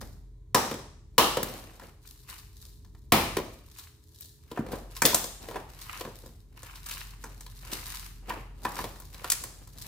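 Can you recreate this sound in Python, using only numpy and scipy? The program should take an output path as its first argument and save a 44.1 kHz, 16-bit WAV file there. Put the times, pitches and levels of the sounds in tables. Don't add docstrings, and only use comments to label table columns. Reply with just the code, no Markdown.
import sys
import numpy as np
from scipy import signal
from scipy.fft import rfft, irfft
from scipy.io import wavfile
from scipy.ndimage import uniform_filter1d

SR = 44100
rng = np.random.default_rng(int(sys.argv[2]) if len(sys.argv) > 2 else 0)


def generate_wav(sig):
    pcm = np.round(np.clip(np.atleast_2d(sig).T, -1, 1) * 32767).astype(np.int16)
    wavfile.write(sys.argv[1], SR, pcm)


N = 435266


# t/s, crack level/dB, crack f/Hz, knock level/dB, knock f/Hz, thud level/dB, echo/dB
CHOPS = [(0.5464, -27, 4500, -25.5, 583, -33.5, 0), (1.181, -23, 3330, -24, 764, -36, 2),
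         (3.1216, -24.5, 2400, -26.5, 768, -29.5, 2)]
def chops():
    return sum(blow(*row, t60=.041) for row in CHOPS)


def blow(s, crack_db, crack_hz, knock_db, knock_hz, thud_db, echo_db, t60):
    t, noise = np.arange(6000) / SR, rng.standard_normal((3, 6000))
    burst = (1 - np.exp(-t / (.035 * t60))) * amp(-60 * t / t60)
    breaking = burst * (noise[0] + .6 * noise[1:])
    bright = breaking - signal.lfilter([.2], [1, -.8], breaking)
    crack = unit(.4 * bright + ring(bright, crack_hz, .6 * crack_hz))
    contact = unit(t * np.exp(-t / .0001))
    push = .25 * contact + unit(burst * (noise[0] + .19 * noise[1:]))
    hit = amp(crack_db) * crack + amp(knock_db) * husk_knock(push, knock_hz)
    hit += amp(thud_db) * ground_thud(push + 1.5 * contact)
    direct = place(hit, s - .001)
    return np.array([direct, amp(echo_db) * direct])


# f/Hz, width/Hz, level/dB
HUSK_MODES = [(332.8, 130, 2), (492.6, 150, 4), (732, 92, -2), (983, 190, 6), (1387, 290, -4.5),
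              (1717, 350, 1.5), (2410, 440, -5)]
def husk_knock(push, centre_hz):
    return body(push, [(hz, width, db - 7 * abs(np.log2(hz / centre_hz))) for hz, width, db in HUSK_MODES])


# f/Hz, width/Hz, level/dB
GROUND_MODES = [(85, 40, -6), (129, 67, 0.5), (229, 79, 3), (287, 140, -0.5)]
def ground_thud(push):
    return body(push, GROUND_MODES)


# t/s, crack level/dB, crack f/Hz, knock level/dB, knock f/Hz, echo/dB
LANDINGS = [(5.0198, -29.5, 6760, -29.5, 2100, -3), (5.053, -25, 3970, -35, 490, -0.5),
            (5.0595, -28, 11500, -50.5, 2000, -9.5), (5.1454, -26, 7100, -35.5, 550, -5),
            (5.242, -43, 5640, -47.5, 570, -9.5)]
def dropped_blade():
    return sum(blow(s, crack_db, crack_hz, knock_db, knock_hz, knock_db - 12, echo_db, t60=.032)
               for s, crack_db, crack_hz, knock_db, knock_hz, echo_db in LANDINGS)


# f/Hz, width/Hz, level/dB
STEEL_MODES = [(7900, 40, -3), (9150, 18, 0), (9700, 30, -6), (11900, 15, -1), (12720, 15, -2),
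               (13760, 15, -1), (15200, 20, -4)]
def steel_ring():
    out, t = np.zeros((2, N)), np.arange(SR // 2) / SR
    for s, crack_db, *_ in LANDINGS:
        for hz, width, db in STEEL_MODES:
            mode = np.sin(2 * np.pi * (hz * t + rng.random((2, 1)))) * np.exp(-np.pi * width * t)
            out += place(amp(crack_db - 8 + db) * mode, s)
    return out


# peak t/s, rise/s, fall/s, fizz level/dB, scrape over fizz/dB, thump over fizz/dB
PULLS = [(0.014, 0.018, 0.14, -50.5, -28, 2), (1.5, .2, 0.24, -43, -4.5, 4.5),
         (1.83, .04, 0.062, -66.5, 1, 20.5), (1.854, 0.083, 0.048, -48.5, -3, 4),
         (2.06, 0.069, 0.65, -53, -13.5, -21), (2.296, 0.044, 0.13, -43.5, -4, -25),
         (2.635, 0.21, 0.19, -48.5, -17.5, -18.5), (3.501, 0.57, 0.16, -58, -13, -10),
         (3.79, 0.13, 0.14, -47, -6.5, -30), (4.206, 0.23, .23, -50.5, -19, -21),
         (4.589, 0.11, 0.037, -50, 4.5, -2), (4.748, 0.12, 0.091, -48, -25, 13.5),
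         (4.98, 0.069, 0.038, -40.5, -1.5, -30), (5.43, 0.084, 0.32, -49, -2, -12),
         (5.549, 0.13, 0.05, -83, -28, 49.5), (5.82, 0.042, 0.33, -45, -4.5, -25),
         (6.005, 0.29, 0.037, -39.5, 0.5, -13), (6.2, .09, 0.19, -53.5, -10, -27),
         (6.58, 0.07, 0.064, -58, 2, 0), (6.65, 0.069, 0.32, -46.5, 0.2, -20),
         (6.875, 0.039, 0.27, -39.5, -1.5, -23), (7.0, 0.18, 0.069, -46.5, -1.5, -21),
         (7.24, 0.068, 0.26, -52.5, -1.5, -2), (7.4, 0.046, 0.42, -53.5, -12, -16.5),
         (7.74, .1, 0.15, -37, -1.5, -10.5), (7.89, .04, 0.2, -42, 0, -29),
         (8.02, 0.39, 0.088, -41, -3.5, -30), (8.302, 0.045, 0.1, -41, 7.5, 3),
         (8.65, 0.065, 0.32, -45, -20, 0), (8.808, .15, 0.081, -36, -3.5, 0),
         (8.9, .05, 0.99, -56.5, -22, -13), (9.2, 0.11, 0.15, -49.5, -1, -0.5),
         (9.28, 0.16, 0.13, -44, 1, -13), (9.435, 0.22, 0.41, -52, -7, 0.5),
         (9.87, 0.16, .1, -41.5, -8.5, -8.5)]
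def strokes():
    t, power = np.arange(N) / SR, np.zeros((3, N))
    for s, rise, fall, fizz_db, scrape_db, thump_db in PULLS:
        from_peak = np.maximum((s - t) / rise, (t - s) / fall)
        power += (amp(fizz_db - 20 * from_peak) * amp([[0], [scrape_db], [thump_db]])) ** 2
    return np.sqrt(power)


# f/Hz, level/dB
FIZZ_SPECTRUM = [(880, -48.5), (1500, -27), (1710, 1.5), (2000, -18), (2270, -20), (3810, 8), (6560, 3.5),
                 (14800, -1), (16000, -17.5)]
SCRAPE_SPECTRUM = [(410, -45), (700, -15), (845, -12), (996, -1), (1540, -6), (3000, -6), (3900, -36),
                   (6600, -120)]
def tearing_fibres():
    fine = grains(per_s=220, spread_db=3.5, decay_s=.0012, hiss=.45)
    coarse = grains(per_s=110, spread_db=4, decay_s=.002, hiss=.4)
    jolts = grains(per_s=60, spread_db=3.5, decay_s=.006, hiss=.6)
    fizz = colour(fine, FIZZ_SPECTRUM)
    scrape = colour(.52 * fine + coarse, SCRAPE_SPECTRUM)
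    jolts = .36 * jolts.mean(0) + .58 * jolts
    thump = sum(amp(db) * ring(jolts, hz, width) for hz, width, db in GROUND_MODES[2:] + HUSK_MODES[:3])
    return sum(gain * unit(layer) for gain, layer in zip(strokes(), (fizz, scrape, thump)))


def grains(per_s, spread_db, decay_s, hiss):
    chance = per_s / SR * amp(6 * wander(29))
    size = amp(spread_db * np.minimum(rng.exponential(1, N), 5)) * (rng.random(N) < chance)
    puffs = signal.lfilter([1], [1, -np.exp(-1 / (decay_s * SR))], size)
    return unit((unit(puffs) + hiss) * pair_noise(apart=1.6))


# t/s, crack level/dB, crack f/Hz, knock level/dB
SNAPS = [(0.0129, -54.5, 5066, -54.5), (1.4303, -40, 12900, -48), (1.7968, -61.5, 4070, -56.5),
         (1.819, -77, 2680, -59), (2.2908, -61, 14200, -60.5), (2.848, -69, 4500, -72),
         (2.949, -72.5, 4200, -69.5), (3.7889, -60, 4840, -64), (4.2082, -53.5, 13640, -85),
         (4.9654, -48, 4650, -59), (5.7894, -59, 3700, -82.5), (6.6315, -55, 7100, -57),
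         (6.757, -54.5, 4440, -67), (6.8634, -49, 9000, -61), (6.9114, -44.5, 2640, -60),
         (7.0068, -51.5, 3320, -67), (7.107, -60, 4130, -80), (7.2398, -51.5, 6850, -49),
         (7.408, -53.5, 7040, -64.5), (7.464, -56, 4000, -60), (7.6492, -59, 4900, -61),
         (7.717, -49, 3680, -64), (7.878, -54, 13700, -62), (8.959, -66, 4000, -62),
         (9.0009, -56, 12000, -63), (9.021, -63, 5870, -64.5), (9.1445, -55.5, 3800, -60.5),
         (9.301, -30.5, 6700, -65), (9.3195, -29.5, 7030, -48.5), (9.4382, -45, 8700, -53),
         (9.674, -62.5, 6900, -68.5)]
def strand_snaps():
    return sum(blow(s, crack_db, crack_hz, knock_db, knock_hz=1130, thud_db=knock_db - 12,
                    echo_db=-6.5, t60=.033) for s, crack_db, crack_hz, knock_db in SNAPS)


# t/s, crack level/dB, knock level/dB, knock f/Hz, thud level/dB
KNOCKS = [(0.7126, -47, -40.5, 440, -43), (0.741, -51, -47, 400, -45), (0.79, -59, -53, 446, -55),
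          (1.3705, -40.5, -31, 483, -45.5), (1.4297, -45.5, -45, 425, -44), (3.369, -39, -32, 430, -41.5),
          (3.387, -51, -39, 470, -46), (4.5149, -54, -45.5, 490, -50), (4.5742, -61, -39, 540, -51),
          (4.591, -66, -49, 415, -33), (4.6644, -61.5, -47, 463, -63), (4.7314, -62, -40, 470, -42),
          (5.046, -49, -37.5, 476, -34.5), (5.131, -58, -39.5, 790, -45.5),
          (5.4864, -54.5, -46, 436, -63.5), (5.5116, -59, -48, 480, -70), (5.5579, -56, -39.5, 478, -52),
          (6.0092, -48.5, -44, 437, -63), (6.0505, -57, -46.5, 595, -49.5), (6.074, -75, -48.5, 330, -57),
          (6.236, -79, -56.5, 350, -61), (6.26, -81, -58, 346, -58.5), (6.29, -74.5, -65, 350, -61),
          (8.2949, -48, -58, 570, -68), (8.305, -67, -37.5, 1150, -56.5), (8.6514, -45.5, -33, 930, -44.5),
          (8.7664, -51, -49, 1330, -60), (8.7891, -48, -40, 1040, -54.5), (8.8416, -48, -41.5, 420, -48.5),
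          (9.2441, -46.5, -42, 1080, -64.5)]
def nut_knocks(crack_hz=3200):
    return sum(blow(s, crack_db, crack_hz, knock_db, knock_hz, thud_db, echo_db=-6, t60=.036)
               for s, crack_db, knock_db, knock_hz, thud_db in KNOCKS)


# delay/s, level/dB
WALLS = [(.013, -8.5), (.031, -15)]
def wall_slaps(x):
    late = sum(amp(db) * np.roll(x, round(s * SR), axis=1) for s, db in WALLS)
    return shape(late, lambda hz: 1 / (1 + hz / 9000))


# f/Hz, t60/s
PORCH_DECAY = [(100, 0.89), (300, 0.48), (1000, 0.56), (3000, 0.63), (8000, 0.67), (16000, 0.36)]
def porch_echo(x):
    hz, t, spectra = signal.stft(x, SR, nperseg=512, noverlap=384)
    power = uniform_filter1d((abs(spectra) ** 2).mean(0), size=5, axis=0)
    keep = amp(-120 * t[1] / curve(PORCH_DECAY, hz))
    held = np.array([signal.lfilter([0, 0, 0, 1 - k], [1, -k], p) for k, p in zip(keep, power)])
    noise = rng.standard_normal((3, *held.shape)) + 1j * rng.standard_normal((3, *held.shape))
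    alike = 1 / (1 + (hz[:, None] / 900) ** 2)
    field = np.sqrt(2 * held) * (np.sqrt(alike) * noise[0] + np.sqrt(1 - alike) * noise[1:])
    return signal.istft(field, SR, nperseg=512, noverlap=384)[1][:, :N]


# t/s, tone level/dB, rumble level/dB
MACHINERY = [(0.0, -47.5, -41.5), (0.38, -47, -62), (0.58, -55.5, -57), (1.43, -47.5, -54.5),
             (1.98, -56.5, -62), (3.16, -48, -51.5), (3.24, -42, -49.5), (3.85, -65, -63),
             (4.37, -72, -62.5), (4.75, -42, -54), (5.28, -49.5, -55.5), (6.6, -52.5, -55),
             (6.82, -45.5, -53.5), (8.55, -43.5, -51), (9.65, -51, -53.5), (9.87, -49.5, -46.5)]
def machinery_hum(tone_hz=44.5):
    t, (s, tone_db, rumble_db) = np.arange(N) / SR, np.transpose(MACHINERY)
    turns = np.cumsum(tone_hz * (1 + .025 * wander(.89))) / SR
    tone = np.sqrt(2) * np.sin(2 * np.pi * turns) * amp(np.interp(t, s, tone_db) + wander(6))
    rumble = shape(pair_noise(apart=.63), lambda hz: 1 / (1 + (58 / (hz + 1)) ** 10) / (1 + (hz / 140) ** 3))
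    return tone + amp(np.interp(t, s, rumble_db)) * unit(rumble)


# f/Hz, level/dB
AIR_SPECTRUM = [(32, -49), (55, 3), (136, -3.5), (189, -30), (319, -15), (444, -27.5), (488, -52.5),
                (700, -70), (16000, -110)]
def outdoor_air():
    noise = colour(rng.standard_normal((3, N)), AIR_SPECTRUM)
    common = shape(noise[0], lambda hz: 1 / (1 + hz / 900))
    separate = shape(noise[1:], lambda hz: 1 / (1 + 600 / (hz + 1)))
    return amp(-52) * unit(common + separate)


# f/Hz, level/dB
BUZZ_LINES = [(242.2, -77.5), (301.5, -86), (360.7, -89.5), (419.9, -71.5)]
def electric_buzz():
    t = np.arange(N) / SR
    return sum(np.sqrt(2) * amp(db) * np.sin(2 * np.pi * (hz * t + rng.random())) for hz, db in BUZZ_LINES)


# f/Hz, level/dB
YARD_SPECTRUM = [(310, -31), (520, -1), (833, -11), (989, 1), (1210, -15), (2300, -13), (2580, -21),
                 (4010, -11), (5190, -19), (6150, -14), (15800, -26)]
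def distant_yard():
    return amp(-75) * unit(colour(pair_noise(apart=1), YARD_SPECTRUM))


def amp(db):
    return 10 ** (np.asarray(db) / 20)


def unit(x):
    return x / np.sqrt(np.mean(x ** 2) + 1e-20)


def curve(points, hz):
    f, value = np.transpose(points)
    return np.interp(np.log(hz + 1), np.log(f + 1), value)


def shape(x, gain):
    return irfft(rfft(x) * gain(np.fft.rfftfreq(x.shape[-1], 1 / SR)), x.shape[-1])


def colour(x, spectrum):
    return shape(x, lambda hz: amp(curve(spectrum, hz)))


def ring(x, hz, width):
    r = np.exp(-np.pi * width / SR)
    return signal.lfilter([1 - r, 0, r - 1], [1, -2 * r * np.cos(2 * np.pi * hz / SR), r * r], x)


def body(push, modes):
    return unit(sum((-1) ** k * amp(db) * ring(ring(push, hz, width), hz, width)
                    for k, (hz, width, db) in enumerate(modes)))


def wander(rate_hz):
    return unit(shape(rng.standard_normal(N), lambda hz: 1 / (1 + (hz / rate_hz) ** 4)))


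def pair_noise(apart):
    noise = rng.standard_normal((3, N))
    return noise[0] + apart * noise[1:]


def place(sound, s):
    return np.pad(sound, ((0, 0), (round(s * SR), N)))[:, :N]


def scene():
    hits, to_porch = chops() + dropped_blade() + nut_knocks() + strand_snaps()
    rustle, steel = tearing_fibres(), steel_ring()
    to_porch = shape(to_porch, lambda hz: 1 / np.sqrt(1 + (hz / 7000) ** 2))
    echoes = wall_slaps(hits) + porch_echo(to_porch + steel + amp(-5) * rustle)
    background = outdoor_air() + machinery_hum() + electric_buzz() + distant_yard()
    return hits + steel + rustle + echoes + background


# f/Hz, level/dB
MIC_RESPONSE = [(28, -32), (40, -2.5), (6000, -3), (11000, -0.5), (14500, 3.5)]
# f/Hz, left over right/dB
MIC_BALANCE = [(60, 0.5), (130, -1), (290, 1.5), (640, 0.5), (1410, -0.5), (3100, 2), (6820, 0.5),
               (15000, 3.5)]
def record(dry, right_lag_s=3e-5, top_hz=15900):
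    left, right = colour(dry, MIC_RESPONSE)
    left = shape(left, lambda hz: amp(curve(MIC_BALANCE, hz) / 2))
    right = shape(right, lambda hz: amp(-curve(MIC_BALANCE, hz) / 2) * np.exp(-2j * np.pi * hz * right_lag_s))
    squeezed = 1.171 * np.tanh(np.array([left, right]) / 1.229)
    lowpass = signal.firwin(255, top_hz, window=("kaiser", 12), fs=SR)
    return signal.oaconvolve(squeezed, lowpass[None], "same")


dry = scene()
out = record(dry)
generate_wav(out)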